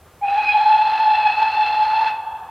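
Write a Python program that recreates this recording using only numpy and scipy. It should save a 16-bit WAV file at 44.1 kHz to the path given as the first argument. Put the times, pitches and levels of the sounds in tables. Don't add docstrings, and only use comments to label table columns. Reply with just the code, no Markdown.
import sys
import numpy as np
from scipy import signal
from scipy.fft import rfft, irfft
from scipy.io import wavfile
from scipy.ndimage import uniform_filter1d

SR = 44100
rng = np.random.default_rng(int(sys.argv[2]) if len(sys.argv) > 2 else 0)


def amplitude_ratio(level_db):
    exponent = np.asarray(level_db, float) / 20
    return 10 ** exponent


def pcm_store(signal):
    levels = np.round(np.clip(np.atleast_2d(signal), -1, 1) * 32767)
    wavfile.write(sys.argv[1], SR, levels.astype(np.int16).T)


N = 110250
T = np.arange(N) / SR

# (frequency [Hz], density [dB per Hz])
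AIR_SPECTRUM = [(30, -30.5), (50, -12.5), (80, -5), (150, -13.5), (240, -20), (500, -13), (1200, -21.5),
                (3500, -31.5)]
# (frequency [Hz], density [dB per Hz])
AIR_SIDE_SPECTRUM = [(60, -18.5), (140, -9.5), (250, -9.5), (500, -22.5), (3000, -59.5)]
# (time [s], level [dB])
EXHAUST_BEATS = [
    (.05, -50),
    (2.485, -44.5),
]
# (frequency [Hz], density [dB per Hz])
EXHAUST_SPECTRUM = [(100, -7), (400, -6.5), (1200, 21), (2500, -4.5), (5000, -18.5), (10000, -33)]
# (frequency [Hz], 60 dB decay time [s])
WOODS_DECAY = [(300, 1.7), (900, 2.63), (1600, 0.7), (2600, 0.97), (3400, 1.1), (4500, 0.22), (8000, 0.22)]
# (frequency [Hz], level [dB])
WOODS_COLOUR = [(700, -3), (880, 0), (1250, -5), (2600, -3.5), (3400, -9), (4300, -5.5), (8000, -11.5)]
# (time [s], pitch [Hz])
FIRST_PITCH = [(.22, 813.6), (.29, 788.6), (.4, 844.6), (.47, 825.5), (.6, 846.5), (.78, 867),
               (1.05, 867.8), (1.27, 845.6), (1.45, 874), (1.7, 849.1), (2.0, 877.8), (2.09, 864.5)]
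# (time [s], level [dB])
FIRST_LEVEL = [(0.225, -17.5), (0.405, -15), (0.469, -34), (0.551, -10.5), (0.639, -15), (0.701, -9),
               (0.853, -17.5), (1.075, -11.5), (1.107, -15.5), (1.247, -17.5), (1.263, -12), (1.377, -25),
               (1.423, -10), (1.527, -24), (1.573, -15), (1.911, -17), (1.995, -12), (2.09, -20.5)]
# (time [s], level [dB], pitch [Hz])
OVERBLOWN = [(0.225, -43, 2480), (0.281, -26, 2530), (0.297, -32.5, 2570), (0.469, -24, 2510),
             (0.493, -14.5, 2470), (0.545, -28.5, 2510), (0.717, -38, 2620), (0.733, -29.5, 2610),
             (1.033, -35.5, 2610), (1.169, -25.5, 2643), (1.227, -30.5, 2590), (1.253, -23, 2570),
             (1.361, -32.5, 2620), (1.647, -29, 2640), (1.911, -37.5, 2630), (1.969, -30.5, 2645),
             (2.011, -37, 2670), (2.09, -29, 2593)]
# (width [Hz], steady share [0-1], skirt level [dB], skirt width [Hz], pitch wander [Hz])
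WAVERING = [(32, .85, -24, 70, 6), (55, .45, -12, 170, 22), (90, .0, -10, 280, 40), (35, .1, -20, 80, 12)]
MIXED_MODES = [(0, 0, 1), (1, 0, -1), (2, 1, -1), (1, 0, 1), (2, 0, -1), (2, 0, 1), (1, 1, 1)]
MIXED_LEVELS = [-8, 4.5, 11.5, 3.5, 11, -2, -12.5]
# (frequency [Hz], density [dB per Hz])
JET_SPECTRUM = [(320, -13.5), (500, -7), (1000, -3), (1550, 3.5), (2100, -4.5), (3000, -9), (4700, -16),
                (7500, -36.5)]


def in_time(rows):
    s, *columns = np.transpose(rows)
    return [np.interp(T, s, c) for c in columns]


def at_hz(points, hz):
    p = np.array(points, float)
    return np.interp(np.log(np.maximum(hz, 1)), np.log(p[:, 0]), p[:, 1])


def rms_one(x):
    return x / np.sqrt(np.mean(np.abs(x) ** 2) + 1e-20)


def coloured(spectrum):
    hz = np.fft.rfftfreq(N, 1 / SR) + 1
    low_end = np.minimum(1, (hz / spectrum[0][0]) ** 2)
    high_end = np.minimum(1, (spectrum[-1][0] / hz) ** 2)
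    white = rfft(rng.standard_normal(N))
    return rms_one(irfft(white * amplitude_ratio(at_hz(spectrum, hz)) * low_end * high_end, N))


def slow(width_hz):
    r = np.exp(-2 * np.pi * width_hz / SR)
    lead_in = 8000
    z = rng.standard_normal(N + lead_in) + 1j * rng.standard_normal(N + lead_in)
    return rms_one(signal.lfilter([1], [1, -2 * r, r * r], z)[-N:])


def rise(start_s, rise_s):
    return 1 - np.exp(-np.maximum(T - start_s, 0) / rise_s)


def hiss(shape):
    treble = signal.butter(2, 5400, "high", fs=SR, output="sos")
    return amplitude_ratio(-56.5) * signal.sosfilt(treble, rng.standard_normal(shape))


def open_air():
    middle = amplitude_ratio(-50.5 + 1.0 * slow(3).real) * coloured(AIR_SPECTRUM)
    side = amplitude_ratio(-76.5) * coloured(AIR_SIDE_SPECTRUM)
    return middle + side * np.array([[1], [-1]])


def engine_exhaust():
    rise_s, fall_s = 0.01, 0.046
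    beats = sum(amplitude_ratio(db) * rise(s, rise_s) * (1 - rise(s, fall_s)) for s, db in EXHAUST_BEATS)
    return beats * coloured(EXHAUST_SPECTRUM)


def far_woods():
    delay_s, swell_s = 0.06, 0.18
    white, tail = rng.standard_normal(N), 0
    late = np.maximum(T - delay_s, 0)
    for low in 150 * 2 ** np.arange(0, 6.5, .5):
        centre = low * 1.19
        band_pass = signal.butter(2, [low, low * np.sqrt(2)], "band", fs=SR, output="sos")
        decay_db = at_hz(WOODS_COLOUR, centre) - 60 * late / at_hz(WOODS_DECAY, centre)
        tail = tail + signal.sosfilt(band_pass, white) * amplitude_ratio(decay_db)
    return 0.72 * rms_one(tail * rise(delay_s, swell_s))


def near_trees():
    decay_s = 0.42
    dull = signal.butter(1, 7000, fs=SR)
    scatter = signal.lfilter(*dull, rng.standard_normal(N))
    return rms_one(scatter * amplitude_ratio(-60 * T / decay_s) * rise(0.0019, 0.0071))


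def woods_echo(x):
    response = amplitude_ratio(-13) * far_woods() + amplitude_ratio(-11) * near_trees()
    return signal.fftconvolve(x, response / np.sqrt(N))[:N]


def saturate(z, top):
    return z / (1 + (np.abs(z) / top) ** 4) ** .25


def mode(hz, db, waver, lock=0.):
    width_hz, steady, skirt_db, skirt_hz, wander_hz = waver
    steady = np.clip(steady + lock, 0, .95)
    shake = np.sqrt(steady) + np.sqrt(1 - steady) * slow(width_hz) + amplitude_ratio(skirt_db) * slow(skirt_hz)
    hz = hz + np.sqrt(2) * wander_hz * slow(30).real
    return np.sqrt(2) * amplitude_ratio(db) * shake * np.exp(2j * np.pi * np.cumsum(hz) / SR)


def first_mode(hz, db):
    return mode(hz, db - 2.5, WAVERING[0])


def overblown_mode(open_s):
    scoop_hz, scoop_s = 300, 0.01472
    lock_from_db, lock_per_db = -27, .05
    db, hz = in_time(OVERBLOWN)
    hz = hz - scoop_hz * (1 - rise(open_s, scoop_s))
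    return mode(hz, db, WAVERING[1], lock_per_db * np.maximum(db - lock_from_db, 0))


def fifth_mode(open_s):
    start_hz, end_hz, settle_s = 3943, 4255, 0.6
    hz = start_hz + (end_hz - start_hz) * rise(open_s, settle_s)
    return mode(hz, -40.5, WAVERING[2])


def edge_tone(hz, db, open_s):
    smooth_db = uniform_filter1d(db, size=2205)
    return rise(open_s, .7) * mode(hz * .89, -21 + smooth_db, WAVERING[3])


def mixed_tones(modes, pressure):
    blur_hz, blur = 60, 0.36
    out = 0
    for (a, b, sign), db in zip(MIXED_MODES, MIXED_LEVELS):
        partner = modes[b] if sign > 0 else np.conj(modes[b])
        out = out + amplitude_ratio(db) * pressure * (1 + blur * slow(blur_hz)) * modes[a] * partner
    return out


def jet_roar(pressure):
    puff_s, puff_width_s = 2.075, .02
    puff_db = 3.5 * np.exp(-((T - puff_s) / puff_width_s) ** 2)
    flutter_db = 3.5 * slow(39).real
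    return pressure * amplitude_ratio(-36 + puff_db + flutter_db) * coloured(JET_SPECTRUM)


def whistle():
    open_s, attack_s, swell_s = .212, 0.0085, 0.11
    closing = 1 - rise(2.085, 0.029)
    valve = rise(open_s, attack_s) * closing
    pressure = rise(open_s, swell_s) * closing
    (hz,), (db,) = in_time(FIRST_PITCH), in_time(FIRST_LEVEL)
    first = saturate(valve * first_mode(hz, db), .42)
    third = valve * overblown_mode(open_s)
    fifth = pressure ** 2 * fifth_mode(open_s)
    tones = first + third + fifth + valve * edge_tone(hz, db, open_s)
    tones = tones + amplitude_ratio(-27) * third ** 3
    tones = tones + mixed_tones([saturate(first, .2), third, fifth], pressure)
    return tones.real + jet_roar(pressure)


def scene():
    blast = whistle()
    return open_air() + engine_exhaust() + woods_echo(blast) + blast


def top_cut(x):
    return signal.sosfilt(signal.butter(12, 15630, fs=SR, output="sos"), x)


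def record(dry):
    return top_cut(dry + hiss(dry.shape))


dry = scene()
out = record(dry)
pcm_store(out)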